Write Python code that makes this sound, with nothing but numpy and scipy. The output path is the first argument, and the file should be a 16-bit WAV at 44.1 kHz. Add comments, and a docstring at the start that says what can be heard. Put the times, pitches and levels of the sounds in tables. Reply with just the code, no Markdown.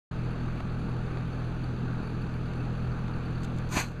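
"""A machine hums and buzzes some way off, throbbing with its shaft over a wash of outdoor air.
Close by, a smouldering stick is put to a pinch of flash powder on a paper square on asphalt.
Faint dry ticks, a soft low billow, two small sizzles as grains catch; then the heap goes up in
one short whoosh of fizzing grains and roaring fireball. The mono microphone has a narrow notch,
and its gain control ducks the background after the flash."""
import sys
import numpy as np
from scipy import signal
from scipy.fft import rfft, irfft
from scipy.io import wavfile
from scipy.ndimage import uniform_filter1d

SR = 44100
rng = np.random.default_rng(int(sys.argv[2]) if len(sys.argv) > 2 else 0)


def materialize(psi):
    """Save the field psi as 16-bit PCM at rate SR to the path in sys.argv[1].

    A 1-D psi becomes a single channel; in a 2-D psi each row is a channel.
    """
    bounded = np.clip(np.atleast_2d(psi).T, -1, 1)
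    quanta = np.round(bounded * 32767).astype(np.int16)
    wavfile.write(sys.argv[1], SR, quanta)


N = 176400
T = np.arange(N) / SR
HZ = np.fft.rfftfreq(N, 1 / SR)


def amp(db):
    """Decibels to gain."""
    return 10 ** (np.asarray(db) / 20)


def unit(x):
    """Scales to rms 1."""
    return x / np.sqrt(np.mean(x ** 2) + 1e-20)


def white():
    """White noise."""
    return rng.standard_normal(N)


def drift(hz):
    """Random motion at rms 1, rolling off above hz."""
    return unit(irfft(rfft(white()) * np.exp(-(HZ / hz) ** 2), N))


def band(hz, width_hz):
    """Noise in one resonance, at rms 1."""
    return unit(irfft(rfft(white()) / (1 + (2 * (HZ - hz) / width_hz) ** 2), N))


def tone(hz):
    """A slightly wavering sine at rms 1."""
    return unit(np.cos(2 * np.pi * (hz * T + rng.random()) + 0.3 * drift(4.8)))


def eq_db(points):
    """An EQ curve drawn through points on a log-frequency axis."""
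    hz, db = np.transpose(points)
    return np.interp(np.log(HZ + 1), np.log(hz + 1), db)


def coloured(x, points):
    """Plays x through an EQ curve, at rms 1."""
    return unit(irfft(rfft(x) * amp(eq_db(points)), N))


def fader(points):
    """Gain along a dB curve, silent outside it."""
    times, db = np.transpose(points)
    return amp(np.interp(T, times, db, left=-200, right=-200))


def blip(start_s, decay_s, rise_s=0.0016):
    """Envelope with a quick rise and an exponential fall."""
    age = np.maximum(T - start_s, 0)
    return np.minimum(age / rise_s, 1) * np.exp(-np.clip((age - rise_s) / decay_s, 0, 20))


def swell(peak_s, width_s):
    """Bell-shaped envelope."""
    return np.exp(-((T - peak_s) / width_s) ** 2)


SHAFT_HZ, MAINS_BUZZ_HZ, SMEAR_TURNS = 41.4, 120, 0.1198
# Harmonics of the shaft rate: harmonic, relative_db
SHAFT_HARMONICS = [(1, -4.5), (2, -6.5), (3, 2), (4, -3), (5, -9), (6, -17), (7, -20.5)]


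def shaft_hum(turns):
    """One stroke per shaft turn, smeared by phase lag in its wavering harmonics."""
    strokes = np.zeros(N)
    for k, db in SHAFT_HARMONICS:
        waver = 1 + .07 * drift(2.85)
        strokes += amp(db) * waver * np.cos(2 * np.pi * (k * turns - SMEAR_TURNS * k ** 2))
    return amp(-33) * unit(strokes)


# Overtones of the mains buzz rate: harmonic, level_db
MAINS_OVERTONES = [(2, -51.5), (4, -61), (5, -62), (8, -71.5)]


def mains_hum(beat_peak_s=2.87):
    """Electrical hum that beats against the third shaft harmonic."""
    in_step_phase = (3 * SHAFT_HZ - MAINS_BUZZ_HZ) * beat_peak_s - SMEAR_TURNS * 3 ** 2
    fundamental = amp(-47.5) * unit(np.cos(2 * np.pi * (MAINS_BUZZ_HZ * T + in_step_phase)))
    return fundamental + sum(amp(db) * tone(k * MAINS_BUZZ_HZ) for k, db in MAINS_OVERTONES)


# The machine's whines: pitch_hz, level_db
WHINE_TONES = [(410, -57.5), (641, -66.5), (1172, -63.5), (1230, -72.5)]


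def whines():
    """Faint steady tones riding above the hum."""
    return sum(amp(db) * tone(hz) for hz, db in WHINE_TONES)


# Resonances that buzz with the mains: centre_hz, width_hz, level_db
BUZZ_BANDS = [(4463, 160, -64.5), (9250, 430, -85.5), (11000, 610, -83.5)]


def buzz(turns):
    """A thin, fluttering buzz: resonances pulse with the mains and throb with the shaft."""
    pulse = 0.245 * np.cos(2 * np.pi * MAINS_BUZZ_HZ * T)
    throb = .45 * np.cos(2 * np.pi * turns)
    flutter = 0.37 * drift(43)
    gate = np.exp(pulse + throb + flutter)
    return sum(amp(db) * unit(gate * band(hz, width)) for hz, width, db in BUZZ_BANDS)


# Dark outdoor bed: frequency_hz, gain_db
AIR_EQ = [(15, 6), (60, -2), (150, -1), (240, -1.5), (340, -5.5), (400, -10), (470, -7.5), (550, -15),
          (850, -14), (1020, -18.5), (1170, -13.5), (1500, -14.5), (2000, -26.5), (2600, -22.5),
          (3050, -30.5), (4200, -29.5), (5000, -34), (6100, -35), (8000, -49.5), (9400, -50), (12000, -57),
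          (15000, -63)]


def air(patch_depth_db=0.97):
    """Fan wash and distant rumble, in drifting patches, throbbing with the shaft."""
    spectrogram = signal.stft(white(), nperseg=512, noverlap=384)[2]
    patches = uniform_filter1d(rng.standard_normal(spectrogram.shape), size=8, axis=0)  # across pitch
    patches = unit(uniform_filter1d(patches, size=20, axis=1))  # across time
    wash = signal.istft(spectrogram * amp(patch_depth_db * patches), nperseg=512, noverlap=384)[1][:N]
    throb = 1 + 0.088 * np.cos(2 * np.pi * SHAFT_HZ * T)
    return amp(-37) * coloured(wash * throb, AIR_EQ)


# Faint dry ticks: start_s, level_db, treble_tilt_db_per_octave
TICK_CUES = [(.6045, -28, -1), (.6075, -31, -1), (.93, -31, -2), (1.1728, -26, -1), (2.5358, -31, 2),
             (3.0818, -28, 0), (3.309, -45, 6)]
# Their dull body: frequency_hz, gain_db
TICK_EQ = [(200, -6), (700, 3.5), (1500, -1), (2100, -3.5), (3200, -13), (4400, -11), (7000, -24),
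           (14000, -50)]


def ticks():
    """Small ticks close by, each one knock and a little scatter, ringing briefly."""
    out = np.zeros(N)
    for start_s, db, tilt in TICK_CUES:
        knock = np.arange(N) == round(start_s * SR)
        scatter = .06 * blip(start_s, decay_s=0.0037) * white()
        log_gain = np.log(amp(eq_db(TICK_EQ) + tilt * np.log2(np.maximum(HZ, 500))))
        mirrored = np.r_[log_gain, log_gain[-2:0:-1]]
        body = np.exp(signal.hilbert(mirrored).conj())[:len(HZ)]  # minimum phase: no pre-ring
        out += amp(db) * irfft(rfft(knock + scatter) * body, N) / abs(irfft(body, N)).max()
    return out


def billow():
    """A soft low rumble swells and is gone, well ahead of the flash."""
    return amp(-36.5) * swell(peak_s=2.9, width_s=0.026) * drift(hz=150)


# Grains of powder catching: start_s, level_db, decay_s
SPIT_CUES = [(3.42, -57, .003), (3.432, -46, 0.0044), (3.438, -54, .004), (3.445, -44, 0.0045),
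             (3.562, -56, .006), (3.574, -56, .004), (3.5838, -45.5, .004), (3.689, -51, .006),
             (3.705, -55, .004), (3.884, -49, .002), (3.916, -51, .003)]
# Their bright sizzle: frequency_hz, gain_db
SPIT_EQ = [(1000, -11), (3500, 3.5), (6500, 5.5), (9500, -11), (13000, -15), (15000, -21)]


def spits():
    """Single grains flare with a tiny hiss."""
    flares = sum(amp(db) * blip(start_s, decay_s) for start_s, db, decay_s in SPIT_CUES)
    return flares * coloured(white(), SPIT_EQ)


# Rise and fall of the fizz: time_s, level_db
FIZZ_FADER = [(3.69, -66), (3.722, -41), (3.75, -38), (3.775, -32), (3.805, -29.5), (3.826, -38),
              (3.868, -55), (3.92, -69)]
# Its sharp top end: frequency_hz, gain_db
FIZZ_EQ = [(1500, -9), (3500, -8.5), (4800, -2), (6300, 8), (7300, -3), (8600, -6.5), (9200, -9),
           (10000, -14), (12500, -11), (15000, -22)]


def fizz(grains_per_s=5000, crackle_share=0.28):
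    """The heap's grains burn in a rush, a fine crackle blended with smooth hiss."""
    crackle = unit(white() * (rng.random(N) < grains_per_s / SR))
    blend = np.sqrt(crackle_share) * crackle + np.sqrt(1 - crackle_share) * white()
    return fader(FIZZ_FADER) * coloured(blend, FIZZ_EQ)


# Rise and fall of the fireball: time_s, level_db
ROAR_FADER = [(3.69, -69), (3.725, -39), (3.76, -33), (3.772, -24.5), (3.8, -26), (3.826, -31.5),
              (3.865, -45), (3.92, -71)]
# Its full midrange: frequency_hz, gain_db
ROAR_EQ = [(60, -10), (250, -8), (370, 2.5), (520, -5), (680, 0), (850, 0), (1100, -0.5), (1300, -7.5),
           (1500, -1.5), (2100, -3), (2420, -1.5), (3100, -10.5), (3800, -11), (4300, -3), (5200, -10.5),
           (8000, -28), (15000, -40)]
# Narrow resonances in the roar: centre_hz, width_hz, relative_db
ROAR_BANDS = [(1013, 45, -14), (1143, 45, -10), (1462, 35, -11), (1765, 45, -16), (2350, 110, -11),
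              (2535, 45, -15)]


def roar():
    """The fireball roars: one burst of broad noise with a ringing edge."""
    rings = sum(amp(db) * band(hz, width) for hz, width, db in ROAR_BANDS)
    return fader(ROAR_FADER) * unit(coloured(white(), ROAR_EQ) + rings)


def gas_push(centre_s=3.7705, width_s=.0008):
    """Expanding gas gives one pressure pulse as the whole heap catches."""
    offset = (T - centre_s) / width_s
    return amp(-17) * offset * np.exp(1 - abs(offset))


def last_hiss():
    """The last of the powder hisses out."""
    return amp(-48) * swell(peak_s=3.845, width_s=0.036) * band(4280, width_hz=520)


def outdoor_tail(x, t60_s=0.42, predelay_s=.012):
    """A short, weak outdoor reverb."""
    t = T[:SR // 2]
    tail = rng.standard_normal(len(t)) * amp(-60 * t / t60_s) * (t > predelay_s)
    return amp(-20) * signal.fftconvolve(x, tail / np.linalg.norm(tail))[:N]


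def scene():
    """A mono mix: machine, air and ticks stay dry; the powder and the billow get a tail."""
    bursts = fizz() + roar() + last_hiss() + gas_push() + billow() + spits()
    turns = SHAFT_HZ * T + 0.0019 * drift(3)
    machine = shaft_hum(turns) + mains_hum() + whines() + buzz(turns)
    mono = machine + air() + ticks() + bursts + outdoor_tail(bursts)
    return np.array([mono, mono])


def gain_control(x, threshold_db=-33, slope=.55, attack_s=.02, recovery_db_per_s=6):
    """Gain that ducks quickly on loud sound above 400 Hz and creeps back up."""
    sidechain = irfft(rfft(x) * (HZ > 400), N)
    power_db = 10 * np.log10(abs(uniform_filter1d(sidechain ** 2, size=512)) + 1e-12)
    recovery_db = T * recovery_db_per_s
    held_db = np.maximum.accumulate(power_db + recovery_db) - recovery_db
    over_db = np.maximum(held_db - threshold_db, 0)
    pole = np.exp(-1 / (attack_s * SR))
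    return amp(-slope * signal.lfilter([1 - pole], [1, -pole], over_db))


NOTCH_HZ, NOTCH_WIDTH_HZ, CUTOFF_HZ = 5436, 870, 15100
CUT_IN_S, FADE_IN_S = 0.11, .005


def record(dry):
    """The microphone chain: narrow notch, gain control, a quick fade-in and a steep high cut."""
    detune = (HZ - NOTCH_HZ) / NOTCH_WIDTH_HZ
    notched = irfft(rfft(dry) * 1j * detune / (1 + 1j * detune), N)
    fade_in = np.clip((T - CUT_IN_S) / FADE_IN_S, 0, 1)
    high_cut = signal.firwin(401, CUTOFF_HZ, window=("kaiser", 9), fs=SR)
    return signal.oaconvolve(notched * gain_control(notched[0]) * fade_in, high_cut[None], "same")


dry = scene()
out = record(dry)
materialize(out)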